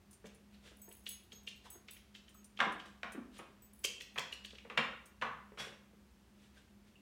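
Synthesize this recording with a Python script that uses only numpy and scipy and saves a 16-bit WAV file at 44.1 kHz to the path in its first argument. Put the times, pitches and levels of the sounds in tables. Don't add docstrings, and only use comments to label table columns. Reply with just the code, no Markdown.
import sys
import numpy as np
from scipy import signal
from scipy.fft import rfft, irfft
from scipy.io import wavfile

SR = 44100
rng = np.random.default_rng(int(sys.argv[2]) if len(sys.argv) > 2 else 0)


def master(y):
    cut = np.clip(np.atleast_2d(y).T, -1, 1)
    pcm = np.round(cut * 32767)
    wavfile.write(sys.argv[1], SR, pcm.astype(np.int16))


N = 309141
TIME = np.arange(N) / SR
BLOW = TIME[:SR * 3 // 4]


def from_db(db):
    return 10 ** (np.asarray(db) / 20)


def fade(t, t60):
    return np.exp(-np.log(1000) * t / t60)


def unit_energy(x):
    return x / np.sqrt(np.sum(x ** 2) + 1e-20)


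def like_blow(x, t60):
    return unit_energy(x) * np.sqrt(np.sum(fade(BLOW, t60) ** 2))


def at_hz(points, hz):
    known_hz, values = np.transpose(points)
    return np.interp(np.log(np.maximum(hz, 1)), np.log(known_hz), values)


def keep(x, hz, kind):
    return signal.sosfilt(signal.butter(2, hz, kind, fs=SR, output="sos"), x)


def resonate(x, hz, width_hz):
    return signal.lfilter(*signal.iirpeak(hz, hz / width_hz, fs=SR), x)


def through(x, response):
    return signal.fftconvolve(x, response)[:len(x)]


def colour(spectrum, size=8192):
    hz = np.arange(size // 2 + 1) * SR / size
    cepstrum = irfft(np.log(from_db(at_hz(spectrum, hz))))
    cepstrum[1:size // 2] *= 2
    cepstrum[size // 2 + 1:] = 0
    return unit_energy(irfft(np.exp(rfft(cepstrum))))


def ringing(notes, spread_db, scatter=0):
    hz, db, t60 = np.transpose(notes)[:, :, None]
    uneven, detune = rng.standard_normal((2, *db.shape))
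    strength = unit_energy(from_db(db + spread_db * uneven))
    waves = np.sin(2 * np.pi * hz * (1 + scatter * detune) * BLOW)
    return np.sqrt(2) * np.sum(strength * waves * fade(BLOW, t60), axis=0)


def clatter(t60, grain_db, rise_s):
    force, size = rng.standard_normal((2, len(BLOW)))
    meeting = 1 - np.exp(-(BLOW / rise_s) ** 2)
    return like_blow(force * from_db(grain_db * size) * fade(BLOW, t60) * meeting, t60)


def add(track, s, sound):
    start = int(s * SR)
    track[start:start + len(sound)] += sound[:N - start]


# f/Hz, fade time/s
ECHO_TIMES = [(100, 0.63), (400, 0.46), (1000, 0.59), (2800, 0.48), (7000, 0.42), (15000, 0.27)]

def room(x, wet_db, first_echo_s=0.0095, build_s=0.0014):
    noise, tail = rng.standard_normal((2, len(BLOW))), 0
    edges_hz = np.geomspace(50, 19000, 9)
    for k, band in enumerate(zip(edges_hz, edges_hz[1:])):
        t60 = at_hz(ECHO_TIMES, np.sqrt(np.prod(band)))
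        tail = tail + keep(noise[k % 2], band, "band") * fade(BLOW, t60)
    build_up = np.clip((BLOW - first_echo_s) / build_s, 0, 1)
    return x + from_db(wet_db) * through(x, unit_energy(tail * build_up))


# f/Hz, relative level/dB
AIR_COLOUR = [(15, -29.5), (25, -47), (48, -3), (92, -7.5), (175, -13), (206, -3.5), (263, -14),
              (394, -13.5), (439, -21), (641, -21.5), (1940, -26.5), (2690, -27), (3620, -30.5),
              (5430, -32.5), (16000, -40.5)]
# f/Hz, level/dB, speed of wavering/Hz
HUM_NOTES = [(64.3, -74, 2.2), (203.5, -67.5, 5.5)]

def fan():
    air = through(rng.standard_normal(N + SR), colour(AIR_COLOUR))[SR:]
    out = from_db(-66.5) * air
    for hz, db, waver_hz in HUM_NOTES:
        drifts = rng.standard_normal((2, 400))
        swell, sway = (np.interp(TIME * waver_hz * 2, np.arange(len(d)), d) for d in drifts)
        phase = 2 * np.pi * hz * TIME
        out += from_db(db) * ((1 + .8 * swell) * np.sin(phase) + .9 * sway * np.cos(phase))
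    return out


# f/Hz, relative level/dB, undamped fade time/s
RING_NOTES = [(6340, -7, 0.27), (7000, -3, .17), (7400, -24, 0.32), (7600, -6.5, 0.48), (8770, 6.5, 0.38),
              (10030, 1.5, 0.27), (13600, -6, 0.12), (14800, -38, .09)]
# t/s, level/dB
RING_CLINKS = [(0.109, -60), (0.129, -58), (.346, -65), (2.29, -64), (2.443, -57), (2.721, -59),
               (3.120, -54.5), (3.381, -57.5), (5.056, -60)]

def collar_ring():
    out = np.zeros(N)
    for s, db in RING_CLINKS:
        metal = unit_energy(ringing(RING_NOTES, spread_db=2, scatter=.02) * fade(BLOW, .008))
        clink = through(clatter(0.11, grain_db=4, rise_s=.0004), metal)
        add(out, s, from_db(db) * room(clink, wet_db=-11.5))
    return out


# f/Hz, relative level/dB
STEP_COLOUR = [(40, -38), (100, -17), (150, 0), (210, 11), (300, -3), (480, -3.5), (750, -5), (2000, 3),
               (8000, -17)]
# t/s, level/dB, hollow note of the spot f/Hz
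SOFT_STEPS = [(.240, -50, 467), (.266, -62, 420), (0.714, -57.5, 168), (.878, -55.5, 412),
              (1.327, -59.5, 426), (1.653, -60.5, 770), (1.751, -55.5, 380), (2.664, -42.5, 293),
              (3.146, -47, 343), (3.176, -43, 255), (3.398, -54.5, 385), (3.846, -57.5, 440),
              (4.53, -56.5, 435), (4.649, -51.5, 490), (4.716, -53, 400), (4.783, -41.5, 500),
              (5.518, -54, 440), (5.604, -52, 159), (5.668, -52, 458), (5.722, -55, 560),
              (5.931, -61.5, 398)]

def footfalls():
    out, body = np.zeros(N), colour(STEP_COLOUR)
    for s, db, hz in SOFT_STEPS:
        t60 = 0.098 * from_db(0.44 * (db + 51.5))
        push = through(clatter(t60, grain_db=4.5, rise_s=0.0013), body)
        push = keep(push, 2.38 * hz, "low")
        note = resonate(clatter(t60, grain_db=-1, rise_s=0.00037), hz, width_hz=116)
        note = resonate(note, hz, width_hz=232)
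        step = from_db(-2.5) * like_blow(push, t60) + from_db(-0.5) * like_blow(note, t60)
        add(out, s, from_db(db) * room(step, wet_db=-5.5))
    return out


# f/Hz, relative level/dB
PLANK_COLOUR = [(150, -46.5), (420, -9), (800, -23), (1500, -17), (2300, -8.5), (2900, -0.5), (3600, -14),
                (4600, -12), (6000, -11), (8800, -20.5), (11000, -25.5), (16000, -34)]

def tap_floor(track, s, db, sharp_db, hz, t60):
    planks = colour(PLANK_COLOUR)
    blow = from_db(db) * clatter(t60, grain_db=1, rise_s=0.0027)
    treble = from_db(sharp_db) * keep(blow, 6370, "high")
    click = from_db(-1) * through(treble - keep(blow, 3700, "low"), planks)
    ping = from_db(13.5) * keep(resonate(blow, hz, width_hz=1100), [1700, 7000], "band")
    lead_in = from_db(db - 12) * through(clatter(0.097, grain_db=3.5, rise_s=0.0052), planks)
    add(track, s - .008, lead_in)
    add(track, s, room(click, wet_db=-4) + room(ping, wet_db=-5))
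    add(track, s + .009, through(treble, planks))


# t/s, level/dB, treble boost/dB, ping f/Hz
CLAW_TAPS = [(0.254, -53.5, 4, 2340), (0.542, -65.5, -3, 3870), (0.911, -59.5, -2, 3120),
             (1.063, -44, 1, 3470), (1.318, -53, 1, 3580), (1.472, -43.5, -2.5, 3160),
             (1.883, -48, -13, 2780), (1.963, -56.5, -1, 2600), (2.148, -50, -6.5, 3020),
             (2.279, -60.5, -25, 3050), (2.571, -53, -9, 3130), (2.797, -50, -14, 2970)]

def claws():
    out = np.zeros(N)
    for s, db, sharp_db, hz in CLAW_TAPS:
        tap_floor(out, s, db, sharp_db, hz, t60=0.047)
    return out


# f/Hz, relative level/dB
CLOTH_COLOUR = [(150, -21), (500, 4), (900, -8), (1500, -1.5), (2300, -0.5), (3400, 2), (4300, -4.5),
                (6000, -8.5), (9000, -11.5), (16000, -28)]
# loudest moment t/s, level/dB, rise time/s
CLOTH_STROKES = [(.544, -71, 0.024), (.676, -59.5, 0.038), (1.658, -59, 0.014), (2.861, -61, 0.0073),
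                 (3.375, -60.5, .041), (5.603, -47, 0.018), (5.670, -63.5, 0.03), (6.450, -69.5, 0.075),
                 (6.580, -66.5, 0.032), (6.880, -72, 0.019)]

def scuffs():
    pressure = np.zeros(N)
    for s, db, rise_s in CLOTH_STROKES:
        swell = np.exp(-(np.minimum(TIME - s, 0) / rise_s) ** 2)
        pressure += from_db(db) * swell * fade(np.maximum(TIME - s, 0), t60=0.25)
    force, size = rng.standard_normal((2, N))
    grains = np.sqrt(N) * unit_energy(force * from_db(5.4 * size))
    return through(pressure * grains, colour(CLOTH_COLOUR))


# f/Hz, relative level/dB, undamped fade time/s
LARGE_TAG_NOTES = [(6540, 0, .5), (14175, -5, .35)]
SMALL_TAG_NOTES = [(7938, 0, .5), (14540, 0, .35)]
# f/Hz, relative level/dB
RATTLE_COLOUR = [(2000, -44), (6700, -13), (9200, -5.5), (9900, 7), (10250, 11.5), (10900, -14),
                 (12200, -12), (13100, 0), (13700, 2), (14600, -23), (16000, 3.5)]

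def tag_touch(large_db, small_db, rattle_db):
    large = tag_ringing(LARGE_TAG_NOTES, large_db, firm_db=-73, spread_db=1) * (1 - fade(BLOW, .1))
    small = tag_ringing(SMALL_TAG_NOTES, small_db, firm_db=-46, spread_db=1.2)
    strike = clatter(.025, grain_db=3, rise_s=.0012)
    chatter = from_db(-17) * clatter(.14, grain_db=5, rise_s=.008)
    rattle = from_db(rattle_db) * through(strike + chatter, colour(RATTLE_COLOUR))
    return (large + small) * fade(BLOW, t60=0.35) + room(rattle, wet_db=-5.5)


def tag_ringing(notes, db, firm_db, spread_db):
    lower, (hz, upper_db, t60) = notes
    upper = (hz, upper_db + 0.26 * (firm_db - db), t60)
    return from_db(db) * ringing([lower, upper], spread_db)


# t/s, then base level/dB for the large tag, the small tag and the rattle
TAG_JINGLES = [(.768, -76, -80, -57), (0.817, -55, -55, -50), (.888, -67, -62, -50), (0.924, -80, -66, -46),
               (0.967, -67, -72, -53), (1.089, -45.5, -50.5, -35), (1.320, -49.5, -78, -78),
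               (1.702, -51, -54.5, -43), (1.908, -62, -58, -42.5), (2.344, -58.5, -64.5, -62),
               (3.621, -69, -60, -65), (3.733, -76, -72, -51), (3.79, -74, -68, -54),
               (4.020, -65, -71, -78), (4.141, -61, -78, -63), (5.056, -74, -70, -67)]

def collar_tags(trot_s=(.76, 1.58), touches_per_s=9):
    out = np.zeros(N)
    for s, large_db, small_db, rattle_db in TAG_JINGLES:
        add(out, s, tag_touch(large_db - 5.5, small_db, rattle_db))
        add(out, s + .025, tag_touch(large_db, small_db - 1, rattle_db - 7.5))
    for s in np.arange(*trot_s, 1 / touches_per_s):
        late_s = rng.uniform(0, .5 / touches_per_s)
        add(out, s + late_s, tag_touch(large_db=-72, small_db=-72, rattle_db=-66))
    return out


# t/s, level/dB, f/Hz
SOLE_SQUEAKS = [(1.655, -57, 1040), (2.343, -64.5, 1240), (6.566, -64.5, 1560), (6.953, -64, 2730)]

def squeaks(width_hz=260):
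    out = np.zeros(N)
    for s, db, hz in SOLE_SQUEAKS:
        slips = clatter(0.04, grain_db=0, rise_s=0.0065)
        squeak = resonate(resonate(slips, hz, width_hz), hz, width_hz)
        add(out, s, from_db(db) * like_blow(squeak, 0.13))
    return out


# t/s, level/dB, fade time/s, boom/dB, hard edge/dB,
# hollow note of the spot f/Hz, head start of the graze/s, loss per rebound/dB
TRAY_KNOCKS = [(2.602, -27, 0.044, -4, 3.5, 1590, .012, 1), (3.031, -35.5, 0.014, -1.5, 6, 1490, 0, 7),
               (3.389, -58.5, 0.08, 17, 0, 770, 0.00046, 4), (4.177, -43, 0.089, 9.5, 6, 1670, .019, 5.5),
               (4.699, -50, 0.041, 1, 7, 477, 0.00057, 10), (4.775, -29, 0.046, 0, 8, 2170, 0.0026, 4),
               (5.221, -31.5, 0.041, -5, -1, 1180, .008, 1.4), (5.597, -53.5, 0.15, 9, 12, 1340, 0.024, 8)]
REBOUND_DELAYS = [.008, .023]

def tray_contacts(tray_hz=1056):
    for s, db, t60, boom_db, edge_db, spot_hz, graze_s, loss_db in TRAY_KNOCKS:
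        if graze_s > 0:
            graze_db = -45.5 + 0.34 * (db + 33)
            yield s - graze_s, graze_db, 0.14, 2, 3.5, tray_hz
        yield s, db, t60, boom_db, edge_db, spot_hz
        for k, after_s in enumerate(REBOUND_DELAYS, 1):
            yield s + after_s, db - k * loss_db, 0.058, boom_db + 2 * k, edge_db - 8.5 * k, tray_hz


# f/Hz, relative level/dB
TRAY_COLOUR = [(60, -43), (150, -1), (330, -8), (480, 0.5), (700, 0.5), (1100, 1.5), (1700, 2.5),
               (2600, 0.5), (3500, -6.5), (4800, -18), (8000, -28.5), (16000, -49.5)]
# f/Hz, relative level/dB, fade time/s
CRATE_NOTES = [(231, 0, .45), (790, -2, .45), (964, -2, .35), (1060, 1, .5), (1312, -2, .4), (1412, -1, .4),
               (1813, -5, .35), (2408, -7, .3), (2561, -8, .3)]

def crate():
    out, tray = np.zeros(N), colour(TRAY_COLOUR)
    for s, db, t60, boom_db, edge_db, spot_hz in tray_contacts():
        blow = clatter(t60, grain_db=5.5, rise_s=0.00062)
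        boom = from_db(boom_db) * keep(blow, 600, "low")
        middle = keep(keep(blow, 790, "high"), 1140, "low")
        edge = from_db(edge_db) * keep(blow, 1630, "high")
        slap = through(boom - middle + edge, tray)
        spot = keep(clatter(t60, grain_db=6, rise_s=0.003), [spot_hz / 1.096, spot_hz * 1.193], "band")
        hollow = from_db(-1.5) * like_blow(spot, t60)
        ring = from_db(-16) * ringing(CRATE_NOTES, spread_db=2) * (1 - fade(BLOW, .08))
        add(out, s, from_db(db) * (room(slap + hollow, wet_db=-4.5) + ring))
    return out


# t/s, level/dB, treble boost/dB, ping f/Hz
LANDINGS = [(3.840, -42, 19, 3560), (3.846, -23, 0.5, 2840), (4.007, -39, -3.5, 2740),
            (4.183, -32, 3, 3200), (4.325, -40, 0, 3350), (4.446, -45, 1.5, 3560),
            (4.504, -51.5, -20, 3430), (4.55, -55.5, -26, 3240), (4.582, -53, -39, 2900)]

def dropped_thing():
    out = np.zeros(N)
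    for s, db, sharp_db, hz in LANDINGS:
        tap_floor(out, s, db, sharp_db, hz, t60=0.024 * from_db(-0.42 * (db + 43.5)))
    return out


# f/Hz, relative level/dB, fade time/s
WIRE_NOTES = [(3380, 0, .36), (3315, -4, .3), (4700, -9, .3), (5480, -8, .3), (5800, -6, .3)]
# t/s, level/dB
WIRE_BRUSHES = [(5.586, -46.5), (5.629, -53.5), (5.712, -63.5)]

def wires():
    out = np.zeros(N)
    for s, db in WIRE_BRUSHES:
        ring = ringing(WIRE_NOTES, spread_db=3, scatter=0.0047)
        add(out, s, from_db(db) * ring * (1 - fade(BLOW, 0.047)))
    return out


def scene():
    mono = fan() + collar_ring() + footfalls() + claws()
    mono += room(scuffs() + squeaks(), wet_db=-7.5)
    mono += collar_tags() + crate() + dropped_thing() + wires()
    return np.stack([mono, mono])


def record(dry, cutoff_hz=15900):
    return signal.sosfilt(signal.ellip(10, .1, 80, cutoff_hz, fs=SR, output="sos"), dry)


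dry = scene()
out = record(dry)
master(out)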